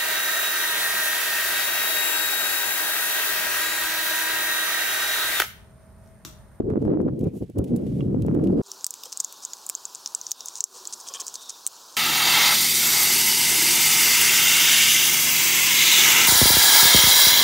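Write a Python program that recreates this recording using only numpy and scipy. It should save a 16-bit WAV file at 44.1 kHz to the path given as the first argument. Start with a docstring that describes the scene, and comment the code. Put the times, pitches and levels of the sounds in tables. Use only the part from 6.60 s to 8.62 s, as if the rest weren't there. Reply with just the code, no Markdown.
"""A sand arena in gusty wind: a pony canters round it, some way from the microphone.
Coloured noise makes the wind's roar, rumble and flutter on two microphone ports; gliding tones make it
hoot, and single pulses make it buffet. Under it hooves thud as pulses and noise bursts, and sand hisses.
Dry ticks of pulse and noise sound close by, with a ringing clack and a soft swish of noise.
Two thin wavering sine whistles, probably birds, come from far off."""
import sys
import numpy as np
from scipy import signal
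from scipy.fft import rfft, irfft
from scipy.io import wavfile
from scipy.ndimage import uniform_filter1d, minimum_filter1d

SR = 44100
rng = np.random.default_rng(int(sys.argv[2]) if len(sys.argv) > 2 else 0)


def transcribe(u):
    """Save the signal u as a 16-bit wav file named by the first command-line argument.

    u: samples, shape (n,) or (channels, n), limited to [-1, 1]; the rate is SR.
    q: integer samples, one column per channel.
    """
    v = np.clip(np.atleast_2d(u).T, -1, 1)
    q = np.round(v * 32767).astype(np.int16)
    wavfile.write(sys.argv[1], SR, q)


N = 88949

# Every colour table is a spectrum shape: pitch_hz, relative_db
# Open air behind everything
AIR_COLOUR = [(60, 0.5), (400, -3), (1000, -13), (2000, -7.5), (5000, -12), (15000, -73.5)]
AIR_DB = -79.5

# Far whistles: start_s, length_s, pitch_hz (before waver), level_db (before flicker)
WHISTLES = [(0.604, 0.11, 2394, -67), (1.908, 0.15, 4780, -68.5)]
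WHISTLE_WAVER, WHISTLE_FLICKER_DB = 0.062, 6  # waver: rms share of the pitch

# Sand hiss and hoof spray
SAND_COLOUR = [(900, -7.5), (1800, 3), (2900, 6), (4500, 1), (7000, 0.5), (11500, 0), (14000, -7.5),
               (16000, -13.5)]
# Sand hiss over time: time_s, level_db (before the trim)
HISS_LEVEL = [(0, -73.5), (.16, -70.5), (.23, -65), (.37, -78.5), (.58, -67.5), (.63, -62), (.71, -67.5),
              (.77, -63.5), (.83, -65), (.87, -65), (1.05, -68.5), (1.08, -55), (1.12, -62), (1.39, -57.5),
              (1.5, -64), (1.8, -64), (2.02, -57.5)]
HISS_TRIM_DB, HISS_GRAIN_DB = -5.5, 1
TREBLE_PAN_DB, TREBLE_SIDE_DB = -3.5, -5.5  # left minus right; side noise against shared noise

# One airy swish, sand or cloth; the half length runs from the middle to a fall of 1 / e
SWISH_S, SWISH_HALF_S, SWISH_DB = 0.775, 0.036, -60

# Dry ticks near the microphone: time_s, snap_peak_db, scatter_peak_db, scatter_decay_s,
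# ring_share (signed ratio, before the ring's own level)
TICKS = [(.415, -43, -46.5, 0.0034, 0.5), (0.592, -39.5, -42, 0.008, 0), (0.61, -45.5, -42.5, 0.0014, -2),
         (0.64, -45.5, -43, 0.0036, .5), (.898, -45, -45, 0.0034, 0), (0.9827, -33.5, -36.5, 0.0039, 0),
         (0.987, -34, -35, .002, 0.1), (1.0416, -36, -33.5, 0.0053, 0.5),
         (1.1615, -30.5, -33.5, 0.0054, -0.12), (1.6212, -34.5, -35.5, 0.0035, 0.8),
         (1.664, -43.5, -39, 0.0026, 0), (1.746, -44.5, -38.5, .005, 1), (1.8734, -33.5, -45, 0.0024, 5)]
TICK_COLOUR = [(1200, -21), (2600, -6), (4300, -6), (6000, -2.5), (8500, -1), (12000, 0.5), (14000, -5),
               (16000, -7)]
TICK_ATTACK_S, TICK_RING_HZ, TICK_RING_WIDTH_HZ = 0.0013, 2900, 1200

# One clack, a hoof or the tack, and its rebound: start_s, peak_db
CLACKS = [(1.405, -32.5), (1.4115, -46)]
# Resonances of the clack: pitch_hz, width_hz, relative_db
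CLACK_MODES = [(1140, 150, 9), (1800, 56, -1), (2247, 300, 5), (2830, 130, 13), (3280, 150, 7.5),
               (3820, 500, -4.5), (4900, 700, -13)]
CLACK_DECAY_S = 0.0022

# Hoof falls: start_s, thud_peak_db (before the lean), spray_peak_db
HOOVES = [(0.095, -49, -50), (.215, -19.5, -49), (.247, -28, -50), (0.631, -18.5, -61),
          (0.668, -18.5, -52.5), (0.753, -30.5, -66), (.822, -22, -46), (0.894, -46.5, -64),
          (0.991, -27, -70), (1.106, -29, -68), (1.264, -24.5, -46), (1.389, -21, -69),
          (1.836, -34.5, -40.5)]
THUD_COLOUR = [(15, -18), (110, -2.5), (260, 6), (450, 2), (750, -19), (1400, -51.5), (8000, -81)]
THUD_ATTACK_S, THUD_DECAY_S = 0.00303, 0.014
SPRAY_ATTACK_S, SPRAY_DECAY_S = 0.0037, 0.01

# Hollow tones drawn from the ports: start_s, length_s, first_pitch_hz, last_pitch_hz (before waver),
# level_db (before flicker)
HOOTS = [(0.033, 0.12, 384.4, 430, -27), (0.23, 0.099, 394, 350, -30), (0.308, 0.11, 254, 368.3, -22),
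         (0.399, .08, 334.3, 386.5, -24.5), (0.432, .07, 216.3, 129, -24.5),
         (1.09, 0.083, 245.2, 221.7, -21.5), (1.304, 0.14, 138, 141, -27.5), (1.438, 0.15, 168, 229, -26.5),
         (1.549, 0.067, 225.3, 291, -19.5), (1.553, 0.115, 165.1, 78, -25.5), (1.637, 0.2, 105, 213.3, -25),
         (1.73, 0.073, 325, 284, -24), (1.824, 0.12, 305, 376, -25.5), (1.86, .085, 206.4, 176.6, -17.5)]
HOOT_WAVER, HOOT_FLICKER_DB, HOOT_SIDE_DB = 0.04, 3.5, -12  # waver: rms share of the pitch

# Sharp wind buffets: time_s, push_peak_db, crack_peak_db (both before the random lean)
BUFFETS = [(.006, -29, -38), (.103, -24.5, -30), (.137, -18.5, -38), (.158, -13, -31), (0.177, -13, -36),
           (.226, -20.5, -54), (.252, -19.5, -34), (.281, -13, -38), (.319, -16.5, -34),
           (.337, -18.5, -39.5), (.373, -9, -32.5), (.403, -16, -35), (.482, -20.5, -38),
           (1.546, -16, -39.5), (1.650, -17.5, -46.5), (1.684, -17, -26.5), (1.713, -22.5, -38.5),
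           (1.7366, -27, -43.5), (1.751, -22.5, -37.5), (1.766, -18, -33.5), (1.775, -13, -39.5),
           (1.794, -25, -38)]
# The dull push of a buffet
BUFFET_COLOUR = [(20, -36.5), (90, -13), (300, 5.5), (520, -5), (800, -19), (1300, -41), (5000, -89.5)]
# The crack on top of it
CRACK_COLOUR = [(100, -27), (850, 7.5), (1500, 3), (2300, -10), (3100, -22.5), (7000, -32), (15000, -55.5)]

# Wind roar over time: time_s, level_db (before the trim and the brightness balance)
ROAR_LEVEL = [(0.0, -15), (0.03, -34), (0.11, -24), (0.13, -30.5), (0.18, -15.5), (0.2, -41.5),
              (0.22, -24.5), (0.36, -22), (0.48, -23), (0.5, -31), (0.59, -32), (0.61, -28), (0.68, -25),
              (0.7, -48), (0.73, -36), (0.77, -33), (0.8, -48.5), (0.82, -24.5), (0.88, -61.5), (0.9, -33),
              (0.93, -71), (0.96, -29.5), (1.0, -21.5), (1.04, -30.5), (1.09, -35.5), (1.11, -26),
              (1.15, -21), (1.17, -28), (1.32, -31), (1.41, -28.5), (1.5, -28.5), (1.58, -26.5),
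              (1.62, -30.5), (1.77, -20), (1.81, -23.5), (1.89, -20.5), (1.94, -21), (1.96, -13),
              (2.02, -25)]
ROAR_COLOUR = [(20, -52.5), (60, -24.5), (120, -10), (180, 2), (260, -0.5), (370, -3), (480, -9),
               (620, -20.5), (800, -31.5), (1300, -53), (5000, -85.5)]
# Lift of the roar's upper part: time_s, lift_db (before the brightness balance)
BRIGHTNESS = [(0, 5), (.09, 10), (.22, 0), (.37, 11), (.46, -1.5), (.82, -1), (1.0, 4.5), (1.14, 0.5),
              (1.35, -4.5), (1.62, -5.5), (1.76, -3), (2.02, 2)]
BRIGHT_HZ = 340
# The wind's deepest rumble over time: time_s, level_db (before the trim)
RUMBLE_LEVEL = [(0, -41.5), (.045, -26), (.075, -36), (.125, -26), (.18, -32), (.215, -29.5), (.28, -26.5),
                (.35, -33), (.41, -35.5), (.49, -30), (.54, -27.5), (.58, -55), (.61, -28.5), (.68, -22.5),
                (.705, -45.5), (.8, -43), (.83, -24), (.86, -47.5), (.93, -47.5), (.97, -29.5),
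                (1.0, -17.5), (1.05, -39.5), (1.13, -32.5), (1.2, -41.5), (1.3, -27.5), (1.36, -30.5),
                (1.48, -27), (1.74, -28.5), (1.86, -30.5), (2.02, -29)]
RUMBLE_COLOUR = [(12, -36.5), (30, -21.5), (55, -9), (90, -2.5), (130, 0), (175, -4.5), (260, -41.5),
                 (900, -81.5)]
# The wind's rough upper edge over time: time_s, level_db (before trims and pan)
FLUTTER_LEVEL = [(0, -44), (.06, -75), (.11, -45), (.14, -64), (.17, -39), (.195, -58.5), (.24, -59),
                 (.29, -42.5), (.36, -53.5), (.42, -57.5), (.46, -62.5), (.485, -45.5), (.51, -66.5),
                 (.59, -79), (.64, -58), (.68, -58), (.71, -79), (.76, -66), (.8, -84), (.825, -68),
                 (.86, -79), (.94, -78), (.985, -51.5), (1.06, -70.5), (1.14, -58), (1.21, -64),
                 (1.45, -66.5), (1.55, -52), (1.63, -64.5), (1.70, -51.5), (1.77, -47.5), (1.83, -54.5),
                 (2.02, -47)]
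FLUTTER_COLOUR = [(100, -41), (500, -1.5), (700, -8), (900, -2), (1250, -6), (1800, -13.5), (3000, -37),
                  (12000, -67.5)]
# Pops inside the flutter
CRACKLE_COLOUR = [(100, -33), (600, 6.5), (900, 1), (1300, -1.5), (1900, -17), (2600, -24.5), (4000, -31.5),
                  (12000, -68)]
# Difference between the two ports: pitch_hz, side_minus_mid_db
PORT_SIDE = [(30, -22), (80, -17.5), (170, -14), (340, -5.5), (700, -3.5), (1400, 0)]
ROAR_TRIM_DB, RUMBLE_TRIM_DB, FLUTTER_TRIM_DB, CRACKLE_TRIM_DB = 1, -1, -11.5, -0.5
EDDY_RATE_HZ, EDDY_SPREAD_DB, FLUTTER_SPREAD_DB, STEADY_S = 110, 3, 8, 0.03
CRACKLE_RATE_HZ, CRACKLE_SPREAD_DB = 130, 4.5  # mean pops a second in each of three streams
FLUTTER_PAN_DB = 3  # left minus right
PORT_LAG_S = 0.00033  # eddies reach the right port first

CEILING, TOP_HZ = 0.31, 15800  # limiter threshold in full scale; low-pass edge


def undb(db):
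    """Decibels to gain."""
    return 10 ** (np.asarray(db) / 20)


def seconds():
    """The time of every sample."""
    return np.arange(N) / SR


def curve(rows):
    """Gain along (time_s, level_db) points."""
    return undb(np.interp(seconds(), *np.array(rows).T))


def gains(points):
    """Gain at every frequency from (pitch_hz, level_db) points."""
    hz, db = np.array(points).T
    bins_hz = np.fft.rfftfreq(N, 1 / SR)
    return undb(np.interp(np.log(bins_hz + 1), np.log(hz), db))


def colour(x, points):
    """Filter to a spectrum shape, keeping the power of white noise."""
    g = gains(points)
    return irfft(rfft(x) * g / np.sqrt(np.mean(g ** 2)), N)


def walk(rate_hz):
    """Random levels held 1 / rate_hz and smoothed twice, with unit deviation."""
    hold = max(int(SR / rate_hz), 1)
    steps = rng.standard_normal(N)[np.arange(N) // hold]
    smooth = uniform_filter1d(uniform_filter1d(steps, hold), hold)
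    return smooth / smooth.std()


def burst(start_s, attack_s, decay_s):
    """A linear rise and an exponential fall."""
    age = seconds() - start_s
    return np.clip(age / attack_s, 0, 1) * np.exp(-np.maximum(age - attack_s, 0) / decay_s)


def peak(x, db):
    """Scale to a peak level."""
    return x * undb(db) / np.abs(x).max()


def pan(db):
    """Left and right gains that differ by db."""
    return undb(np.array([[db], [-db]]) / 2)


def slap(time_s, points, db, lean):
    """One pressure pulse swinging both ways about time_s, unequal on the two ports."""
    delay = np.exp(-2j * np.pi * np.fft.rfftfreq(N, 1 / SR) * time_s)
    pulse = irfft(gains(points) * delay * 1j, N)
    return peak(pulse, db) * (1 + lean * np.array([[1], [-1]]))


def ring(x, modes):
    """Pass through damped (pitch_hz, width_hz, relative_db) resonances of alternating sign."""
    hz = np.fft.rfftfreq(N, 1 / SR)
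    body = 0
    for k, (pitch_hz, width_hz, db) in enumerate(modes):
        body = body + (-1) ** k * undb(db) / (1 + 2j * (hz - pitch_hz) / width_hz)
    return irfft(rfft(x) * body, N)


def port_noise():
    """Noise on two ports, alike in the bass and more unlike higher up."""
    mid, side = rng.standard_normal((2, N))
    side = irfft(rfft(side) * gains(PORT_SIDE), N)
    return np.array([mid + side, mid - side])


def treble_noise():
    """Mostly shared noise that leans to the right."""
    mid, side = rng.standard_normal((2, N))
    side = side * undb(TREBLE_SIDE_DB)
    return np.array([mid + side, mid - side]) * pan(TREBLE_PAN_DB)


def open_air():
    """A faint steady bed of coloured noise."""
    return colour(port_noise(), AIR_COLOUR) * undb(AIR_DB)


def whistles():
    """Thin far-off sine notes that waver in pitch and flicker in level."""
    out = 0
    for start_s, length_s, pitch_hz, db in WHISTLES:
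        along = np.clip((seconds() - start_s) / length_s, 0, 1)
        arch = np.sqrt(np.abs(np.sin(np.pi * along)))
        level = arch * undb(db + WHISTLE_FLICKER_DB * np.tanh(walk(140)))
        hz = pitch_hz * (1 + WHISTLE_WAVER * walk(400))
        out = out + level * np.sin(2 * np.pi * np.cumsum(hz) / SR)
    return out


def sand_hiss():
    """Fine grains scatter and settle: bright noise with a grainy level."""
    grains = treble_noise() * undb(HISS_GRAIN_DB * walk(360))
    return colour(grains, SAND_COLOUR) * curve(HISS_LEVEL) * undb(HISS_TRIM_DB)


def swish():
    """A bright rustle of noise swells and fades."""
    swell = np.exp(-((seconds() - SWISH_S) / SWISH_HALF_S) ** 2)
    return colour(treble_noise(), TICK_COLOUR) * swell * undb(SWISH_DB)


def ticks(grain_db=6):
    """Each tick is one sharp snap inside a scatter of tiny slips; some ring a little."""
    slips = colour(treble_noise() * undb(grain_db * np.tanh(walk(3000))), TICK_COLOUR)
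    modes = [(TICK_RING_HZ, TICK_RING_WIDTH_HZ, 9)]
    out = 0
    for time_s, snap_db, scatter_db, decay_s, ring_share in TICKS:
        snap = slap(time_s, TICK_COLOUR, 0, -0.15)
        scatter = slips * burst(time_s - TICK_ATTACK_S, 2 * TICK_ATTACK_S, decay_s)
        for x, db in (snap, snap_db), (scatter, scatter_db):
            out = out + peak(x + ring_share * ring(x, modes), db)
    return out


def clack():
    """A short hard contact rings a few damped modes and rebounds once."""
    contact = treble_noise()
    out = 0
    for start_s, db in CLACKS:
        hit = contact * burst(start_s, TICK_ATTACK_S, CLACK_DECAY_S)
        out = out + peak(ring(hit, CLACK_MODES), db)
    return out


def hooves(grain_db=3.0, slide_db=-4, lean=0.088):
    """Each hoof thumps the soft footing, sinks in and throws a spray of sand."""
    ground = port_noise()
    sand = colour(treble_noise() * undb(grain_db * walk(600)), SAND_COLOUR)
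    out = 0
    for start_s, thud_db, spray_db in HOOVES:
        sink = colour(ground * burst(start_s, THUD_ATTACK_S, THUD_DECAY_S), THUD_COLOUR)
        spray = sand * burst(start_s, SPRAY_ATTACK_S, SPRAY_DECAY_S)
        out = out + slap(start_s + THUD_ATTACK_S, THUD_COLOUR, thud_db, lean)
        out = out + peak(sink, thud_db + slide_db)
        out = out + peak(spray, spray_db)
    return out


def hoots():
    """Air sweeping over the ports sheds vortices: short low tones that glide and waver."""
    out = 0
    for start_s, length_s, first_hz, last_hz, db in HOOTS:
        along = np.clip((seconds() - start_s) / length_s, 0, 1)
        hz = (first_hz + (last_hz - first_hz) * along) * (1 + HOOT_WAVER * walk(90))
        phase = 2 * np.pi * np.cumsum(hz) / SR
        level = np.sin(np.pi * along) * undb(db + HOOT_FLICKER_DB * walk(60))
        side = undb(HOOT_SIDE_DB) * walk(50) * np.cos(phase)
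        out = out + level * (np.sin(phase) + side * np.array([[1], [-1]]))
    return out


def buffets(lean=0.73):
    """Single eddies slap the ports: a dull push with a crack on top."""
    leans = lean * rng.standard_normal(len(BUFFETS))
    out = 0
    for (time_s, push_db, crack_db), tilt in zip(BUFFETS, leans):
        out = out + slap(time_s, BUFFET_COLOUR, push_db, tilt)
        out = out + slap(time_s, CRACK_COLOUR, crack_db, tilt)
    return out


def turbulence(points, spread_db):
    """Pressure of passing eddies: uneven from moment to moment, steady on average."""
    x = colour(port_noise() * undb(spread_db * walk(EDDY_RATE_HZ)), points)
    size = int(STEADY_S * SR) + 1
    power = uniform_filter1d(uniform_filter1d(x.mean(0) ** 2, size), size)
    return x / np.sqrt(power)


def crackle(shared=0.44):
    """Small eddies break as separate pops, some on one port and some on both."""
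    pops = (rng.random((3, N)) < CRACKLE_RATE_HZ / SR) * np.sign(rng.standard_normal((3, N)))
    pops = pops * undb(CRACKLE_SPREAD_DB * np.tanh(rng.standard_normal((3, N))))
    x = colour(pops[:2] + shared * pops[2], CRACKLE_COLOUR)
    return x / x.mean(0).std()


def roar():
    """Hollow noise of the gusts, its upper part lifted and its whole level balanced in return."""
    x = turbulence(ROAR_COLOUR, EDDY_SPREAD_DB)
    high_pass = gains([(BRIGHT_HZ / 2, -30), (BRIGHT_HZ, -5), (2 * BRIGHT_HZ, 0)])
    upper = irfft(rfft(x) * high_pass, N)
    lift = curve(BRIGHTNESS)
    x = x + upper * (lift - 1)
    return x * curve(ROAR_LEVEL) * undb(ROAR_TRIM_DB) / np.sqrt(lift)


def wind():
    """A hollow roar, a deep rumble and a rough, crackling flutter, each with its own level curve."""
    body = roar()
    rumble = turbulence(RUMBLE_COLOUR, EDDY_SPREAD_DB) * curve(RUMBLE_LEVEL) * undb(RUMBLE_TRIM_DB)
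    edge = turbulence(FLUTTER_COLOUR, FLUTTER_SPREAD_DB) * undb(FLUTTER_TRIM_DB)
    edge = edge + crackle() * undb(CRACKLE_TRIM_DB)
    return body + rumble + edge * curve(FLUTTER_LEVEL) * pan(FLUTTER_PAN_DB)


def across_ports(x):
    """The air meets one port a moment before the other."""
    hz = np.fft.rfftfreq(N, 1 / SR)
    turn = np.exp(1j * np.pi * hz * PORT_LAG_S * np.array([[-1], [1]]))
    return irfft(rfft(x) * turn, N)


def scene():
    """Wind in front, the pony and the open air behind."""
    air = open_air()
    edges = np.clip(np.minimum(seconds(), seconds()[::-1]) / 0.002, 0, 1)  # 2 ms fades
    gusts = across_ports((wind() + buffets() + hoots()) * edges)
    arena = hooves() + sand_hiss() + swish() + ticks() + clack()
    return gusts + arena + whistles() + air


def record(dry, size=441):
    """A limiter holds down the strongest peaks on both channels; a low-pass cuts the top."""
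    gain = np.minimum(1, CEILING / (np.abs(dry).max(0) + 1e-9))
    gain = minimum_filter1d(gain, 2 * size)
    gain = uniform_filter1d(uniform_filter1d(gain, size), size)
    low_pass = signal.ellip(8, 0.2, 70, TOP_HZ, fs=SR, output="sos")
    return signal.sosfilt(low_pass, dry * gain)


dry = scene()
out = record(dry)
transcribe(out)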